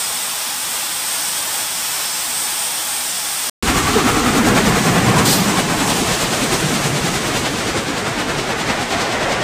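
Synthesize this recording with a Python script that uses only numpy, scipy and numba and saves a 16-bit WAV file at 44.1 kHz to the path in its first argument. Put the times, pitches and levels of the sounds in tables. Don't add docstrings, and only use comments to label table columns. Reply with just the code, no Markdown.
import sys
import numpy as np
from scipy import signal
from scipy.fft import rfft, irfft
from scipy.io import wavfile
from scipy.ndimage import uniform_filter1d
from numba import njit

SR = 44100
rng = np.random.default_rng(int(sys.argv[2]) if len(sys.argv) > 2 else 0)


def materialize(psi):
    bounded = np.clip(np.atleast_2d(psi).T, -1, 1)
    quanta = np.round(bounded * 32767).astype(np.int16)
    wavfile.write(sys.argv[1], SR, quanta)


def level_to_linear(level):
    exponent = np.asarray(level, float) / 20
    return 10 ** exponent


N = 415863
TIME = np.arange(N) / SR
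JET_END_S, TRAIN_START_S = 3.4975, 3.6245
DRAWS_AWAY_S = 5.17
LAG_SCATTER_S = 0.00588
SPLIT_S = 0.04


def unit(x):
    return x / np.sqrt(np.mean(x ** 2))


def curves(table):
    s, *columns = np.transpose(table)
    return [np.interp(TIME, s, column) for column in columns]


def noise(colour, low_hz=0.91, high_hz=SR):
    hz = np.maximum(np.fft.rfftfreq(N, 1 / SR), 1)
    colour_hz, colour_db = np.transpose(colour)
    db = np.interp(np.log(hz), np.log(colour_hz), colour_db)
    edges = 1 / np.sqrt((1 + (low_hz / hz) ** 8) * (1 + (hz / high_hz) ** 8))
    return unit(irfft(rfft(rng.standard_normal(N)) * level_to_linear(db) * edges, N))


def walk(rate_hz):
    hold = int(SR / rate_hz)
    held = np.repeat(rng.standard_normal(N // 200), hold)[:N]
    return unit(uniform_filter1d(uniform_filter1d(held, hold), hold))


@njit
def svf(x, hz, width_hz):
    y, band, low = np.empty(len(x)), 0., 0.
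    for i in range(len(x)):
        g, damping = np.tan(np.pi * hz[i] / SR), width_hz / hz[i]
        v = (band + g * (x[i] - low)) / (1 + g * (g + damping))
        band, low, y[i] = 2 * v - band, low + 2 * g * v, damping * v
    return y


def ring(hz, width_hz):
    hz = hz + np.zeros(N)
    once = svf(rng.standard_normal(N), hz, 1. * width_hz)
    return unit(svf(once, hz, 1. * width_hz))


def jet():
    # time in seconds, level in dB, whistle above it in dB, nozzle centre in Hz.
    jet_course = [(0.0, -26.5, 3.5, 8400), (0.4, -27, -5, 8650), (0.8, -26.5, -2.5, 8600),
                  (1.3, -26, 0, 8450), (1.9, -26, -3.5, 8300), (2.3, -26.5, -0.5, 8200),
                  (2.7, -26, 1, 8700), (3.1, -27, 1, 8530), (3.5, -26.3, -3, 8600)]
    # frequency in Hz, density in dB per Hz.
    jet_colour = [(15, -46), (25, -19), (75, -20.5), (183, -12.5), (209, -17), (233, -17.5), (398, -16),
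                  (845, -7), (2170, -9.5), (3420, -8.5), (4240, -10), (6690, -10.5), (8530, -5.5),
                  (10000, -12.5), (15400, -13.5)]
    # centre in Hz, width in Hz, level in dB.
    jet_rings = [(240, 18, -25), (310, 25, -27.5), (836, 67, -18.5), (3410, 530, -11.5), (5320, 1600, -6)]
    # centre in Hz, width in Hz, level in dB.
    treble_rings = [(11600, 700, -23), (14100, 800, -23)]
    level_db, whistle_db, whistle_hz = curves(jet_course)
    broad = level_to_linear(3.5 + 0.5 * walk(15)) * noise(jet_colour, high_hz=20000.)
    whistle = level_to_linear(whistle_db - 2.5 + 1.4 * walk(31)) * ring(whistle_hz, 1900)
    hollows = np.zeros(N)
    for hz, width_hz, db in jet_rings + treble_rings:
        flutter_db = 1.3 * walk(9.04)
        hollows += level_to_linear(db + flutter_db) * ring(hz * (1 + 0.01 * walk(3)), width_hz)
    return level_to_linear(level_db) * (broad + whistle + hollows)


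def knocks():
    # start in seconds, peak in dB, pitch in Hz, ring t60 in seconds.
    joints = [
        (3.964, -1, 310, 0.06),
        (5.165, -12, 1100, .08),
        (5.575, -9, 1000, .06),
        (6.125, -20, 2620, 0.049),
        (8.706, -13, 940, .06),
        (9.215, -18, 2050, .05),
        (9.25, -17, 745, 0.054),
    ]
    out, t = np.zeros(N + SR), np.arange(SR // 4) / SR
    for (s, db, hz, t60_s), detune in zip(joints, rng.standard_normal((len(joints), 3))):
        modes_hz = hz * np.array([0.8, 1, 1.3]) * (1 + 0.06 * detune)
        modes = np.sin(2 * np.pi * np.outer(modes_hz, t)).sum(axis=0) / 2
        envelope = (1 - np.exp(-t / 0.0015)) * np.exp(-np.log(1000) * t / t60_s)
        start = int(s * SR)
        out[start:start + len(t)] += level_to_linear(db) * modes * envelope
    return out[:N]


def blast():
    # time in seconds, level in dB.
    blast_course = [
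        (5.235, -68.5),
        (5.255, -16.5),
        (5.29, -18),
        (5.33, -14.5),
        (5.36, -20),
        (5.39, -27),
        (5.46, -39),
    ]
    # frequency in Hz, density in dB per Hz.
    blast_colour = [(2000, -20), (3000, -1.5), (4800, 4), (6600, -3), (8500, 1), (10300, -7.5), (14200, -5),
                    (15500, -14)]
    sounding = (TIME > blast_course[0][0]) & (TIME < blast_course[-1][0])
    level_db = curves(blast_course)[0] + 0.35 * walk(40)
    burst = sounding * level_to_linear(level_db) * noise(blast_colour, low_hz=2400.)
    leak_from_s, leak_fall_s, leak_db = 5.37, 0.055, -29.5
    after = (TIME - leak_from_s) / leak_fall_s
    leak_envelope = np.exp(-np.where(after > 0, after, 4 * after ** 2))
    return burst + level_to_linear(leak_db) * leak_envelope * ring(13500, 5500)


def strokes():
    # first stroke in seconds, strength of first, second and third stroke in dB.
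    turn_rows = [(3.591, 0, 3.8, 2.9), (3.89, 1.6, 2.3, 2), (4.185, 0.3, 1.8, 1.7), (4.482, 1.8, 2.4, 1.8),
                 (4.785, 0.2, 1.4, 1.6), (5.093, 1.7, 3, 1.4), (5.403, -0.4, 0.4, 2.9),
                 (5.713, 0.8, 0.8, 0.9), (6.03, -2.7, 0.62, 2), (6.338, 0.8, 0.6, 0.93),
                 (6.663, -1.5, 1.5, 0.8), (6.968, 0.2, 1.6, 0.5), (7.273, -1.5, 0.8, 1.1),
                 (7.586, -0.7, 1.3, 1.9), (7.888, -1.2, 1, 1.2), (8.205, 1, 1.1, 1.9),
                 (8.512, 0.1, 1.6, 2.3), (8.826, 0.7, 1.3, 1.3), (9.133, 0.3, 1.5, 0.99),
                 (9.43, -0.5, 1, 1)]
    stroke_after_s = [0, .095, .191]
    turns = np.array(turn_rows)
    return (turns[:, :1] + stroke_after_s).ravel(), turns[:, 1:].ravel()


def soft_booms():
    times_s, strengths_db = strokes()
    pitch, level, lag = rng.standard_normal((len(times_s), 3)).T
    boom_s = times_s - 0.00403 + LAG_SCATTER_S * lag
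    boom_db = -24 + 1.1 * (strengths_db - 1) + level
    boom_hz = 230.6 * np.exp(0.3 * pitch)
    return list(zip(boom_s, boom_db, boom_hz))


def booms():
    # centre in seconds, level in dB, pitch in Hz.
    strong_booms = [(3.782, -12, 119), (3.971, -10.5, 430), (4.068, -10, 240), (4.174, -14, 320),
                    (4.282, -10.5, 240), (4.402, -8, 240), (4.501, -11, 234), (4.676, -8.5, 190),
                    (4.763, -14, 168), (4.884, -11, 150), (4.987, -12, 174), (5.164, -9, 162),
                    (5.239, -12, 131), (5.41, -11, 180), (5.482, -11.5, 200), (5.927, -15.5, 190),
                    (5.812, -16, 300), (6.024, -11, 247), (6.433, -15, 254), (6.655, -12, 141),
                    (6.731, -15, 240), (6.849, -19, 160), (7.043, -15, 141), (7.77, -18, 330),
                    (8.281, -19, 240)]
    swell_s, sag_per_s = 0.0125, 4.
    out, t = np.zeros(N + SR), np.arange(-2000, 2000) / SR
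    rows = strong_booms + soft_booms()
    for (s, db, hz), chance in zip(rows, rng.random((len(rows), 3))):
        sagging = np.sin(2 * np.pi * (hz * t * (1 - sag_per_s * t) + chance[0]))
        second_hz = hz * (0.712 + 0.703 * chance[1])
        steady = np.sin(2 * np.pi * (second_hz * t + chance[2]))
        start = int(s * SR) - len(t) // 2
        envelope = np.exp(-0.5 * (t / swell_s) ** 2)
        out[start:start + len(t)] += level_to_linear(db - 4.0) * (sagging + 0.5 * steady) * envelope
    return out[:N]


def beats():
    beat_s, low_lag_s = 0.088, -0.0017
    share, base_db, scatter_db = np.array([0.83, 1.3, 1.0]), np.array([1.3, 1.74, 2.5]), 0.5
    hiss_growth_db_per_s = 0.63
    swell_db = np.zeros((3, N))
    times_s, strengths_db = strokes()
    for s, db, chance in zip(times_s, strengths_db, rng.standard_normal((len(times_s), 4))):
        span = slice(int((s - beat_s) * SR), int((s + beat_s) * SR))
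        lag_s = low_lag_s + LAG_SCATTER_S * chance[3]
        centre_s = s + lag_s * np.array([[1], [1], [0]])
        puff = np.exp(-0.5 * ((TIME[span] - centre_s) / (0.2 * beat_s)) ** 2)
        peak_db = db * share + base_db + scatter_db * chance[:3]
        peak_db[2] += hiss_growth_db_per_s * (s - DRAWS_AWAY_S)
        swell_db[:, span] += peak_db[:, None] * puff
    return swell_db - np.array([[1.0], [2.1], [2.6]])


def train():
    # time in seconds, wheel rolling in dB, exhaust steam in dB.
    passing = [(3.64, -19.5, -25), (3.95, -19, -25), (4.25, -18, -25.5), (4.55, -14.5, -26),
               (4.85, -18.5, -25), (5.1, -14, -26.5), (5.4, -19.5, -25), (5.7, -20, -26.5),
               (5.95, -18.5, -23), (6.25, -22.5, -25.6), (6.55, -20, -24.5), (6.85, -20.5, -26),
               (7.15, -22.5, -26), (7.6, -23, -28), (8.0, -24, -30.5), (8.6, -24.5, -29.5),
               (9.1, -23.5, -27.5), (9.43, -22.5, -29.5)]
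    # frequency in Hz, density in dB per Hz.
    train_colour = [(15, -41), (25, -8), (75, -6.5), (140, -1.5), (239, -2.5), (281, -2), (432, -4.5),
                    (565, -9), (719, -8.5), (916, -11.5), (1200, -11.5), (3420, -15.5), (8530, -23),
                    (10300, -33), (15400, -41.5)]
    layer_edges_hz = [500, 2500, 6000, 9600]
    # pitch arriving in Hz, pitch leaving in Hz, width in Hz, level in dB,
    # nearest in seconds, spread in seconds.
    bodies = [(70, 79, 82, -26, 3.87, 0.29), (268.8, 163, 68, -22, 4.62, 0.5),
              (190, 196, 80, -24.5, 5.3, 0.49), (150, 140, 40, -28, 6.93, 0.28),
              (1000, 1000, 470, -21, 5.15, 0.062), (430, 447, 36, -33, 4.3, 0.35),
              (1135, 1170, 190, -26.5, 3.95, 0.33), (1310, 1310, 160, -26, 4.17, 0.25),
              (1910.3, 1950, 730, -32.5, 4.97, 0.41), (13800, 13800, 2600, -42, 4.5, 0.93),
              (776, 767, 120, -28.5, 4.8, 0.73), (1100, 1030, 180, -29.5, 5.3, 0.8),
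              (860, 760, 290, -23.5, 5.92, 0.091), (110.6, 113, 61, -24.5, 5.02, 0.29),
              (770, 510, 310, -26.5, 9.37, 0.52), (2016, 1930, 110, -32, 8.75, .2),
              (1960, 1940, 120, -33, 9.3, 0.22)]
    low_db, middle_db, high_db = beats()
    rumble_db, hiss_db = curves(passing)
    roar_db = -21 + 0.56 * (rumble_db + 20) + 2 * np.maximum(TIME - 7.92, 0)
    bright_db = hiss_db - 2.15 - 0.33 * np.maximum(TIME - DRAWS_AWAY_S, 0) ** 2
    air_db = bright_db - 7.5 + 0.45 * (bright_db + 40.0)
    levels_db = [rumble_db - 2.5, roar_db - 0.5, hiss_db, bright_db, air_db]
    throbs_db = [low_db, middle_db, high_db, 0.79 * high_db, 0.83 * high_db]
    edges_hz = [1., *layer_edges_hz, SR]
    shared_db = 0.54 * walk(25)
    out = np.zeros(N)
    for db, throb_db, from_hz, to_hz in zip(levels_db, throbs_db, edges_hz, edges_hz[1:]):
        rattle_db = 0.8 * walk(35)
        out += level_to_linear(db + throb_db + shared_db + rattle_db) * noise(train_colour, from_hz, to_hz)
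    dip_hz, dip_width_hz, dip_depth, dip_until_s = 590, 190, 0.88, 4
    dip = dip_depth / (1 + np.exp((TIME - dip_until_s) / 0.34))
    out -= dip * svf(out, dip_hz + np.zeros(N), 1. * dip_width_hz)
    for come_hz, go_hz, width_hz, db, near_s, spread_s in bodies:
        away = (TIME - near_s) / spread_s
        hz = come_hz + (go_hz - come_hz) * (1 + np.tanh(away)) / 2
        throb_db = low_db if come_hz < layer_edges_hz[0] else middle_db
        level = level_to_linear(db + 1.1 * throb_db + 0.7 * walk(17)) * np.exp(-0.5 * away ** 2)
        out += level * ring(hz, max(width_hz, 0.22 * come_hz))
    return out


def thin_spectrum(x, contrast, weakest, top_floor_db):
    top_hz = 15530
    hz, _, bins = signal.stft(x, SR, nperseg=2048)
    hz = hz[:, None]
    size = np.abs(bins) + 1e-9
    share = size / uniform_filter1d(size, size=21, axis=0)
    floor_db = top_floor_db + 8.0 * (hz - top_hz) / 1000
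    audible = uniform_filter1d(size, size=9, axis=0) > level_to_linear(floor_db)
    kept = (share > weakest) * audible * (hz < top_hz)
    gain = share ** (contrast * np.minimum(hz / 400, 1)) * kept
    return signal.istft(bins * gain, SR, nperseg=2048)[1][:N]


def scene():
    second = TIME > (JET_END_S + TRAIN_START_S) / 2
    heard = np.where(second, train() + booms() + blast() + knocks(), jet())
    rounded = np.tanh(1.3 * heard) / 1.3
    both = thin_spectrum(rounded, contrast=0.27, weakest=0.45, top_floor_db=-78.)
    cut = np.clip(np.maximum(JET_END_S - TIME, TIME - TRAIN_START_S) / 0.0006, 0, 1)
    return np.array([cut * both] * 2)


def splits():
    rows = []
    for rate_per_s, first_s, last_s in [(7.2, 0, JET_END_S), (2.4, TRAIN_START_S, N / SR)]:
        count = int(rate_per_s * (last_s - first_s))
        for k, (when, where, wide) in enumerate(rng.random((count, 3))):
            s = first_s + SPLIT_S + (k + when) / count * (last_s - first_s - 2 * SPLIT_S)
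            low_hz = np.exp(np.interp(where, (0, 1), np.log((4100, 12300))))
            octaves = np.interp(wide, (0, 1), (0.2, 0.45))
            rows.append((s, low_hz, low_hz * 2 ** octaves))
    return rows


def band_limit(x):
    return signal.sosfilt(signal.butter(12, 16090, fs=SR, output="sos"), x)


def record(dry):
    mid, side = dry[0], np.zeros(N)
    size = int(SPLIT_S * SR)
    hz = np.fft.rfftfreq(size, 1 / SR)
    for s, low_hz, high_hz in splits():
        start = int(s * SR) - size // 2
        span = slice(start, start + size)
        heard = np.abs(rfft(mid[span])) * ((hz > low_hz) & (hz < high_hz))
        other = irfft(heard * np.exp(2j * np.pi * rng.random(len(hz))), size)
        side[span] += level_to_linear(-4) * other * signal.windows.tukey(size, 0.7)
    return band_limit(np.array([mid + side, mid - side]))


dry = scene()
out = record(dry)
materialize(out)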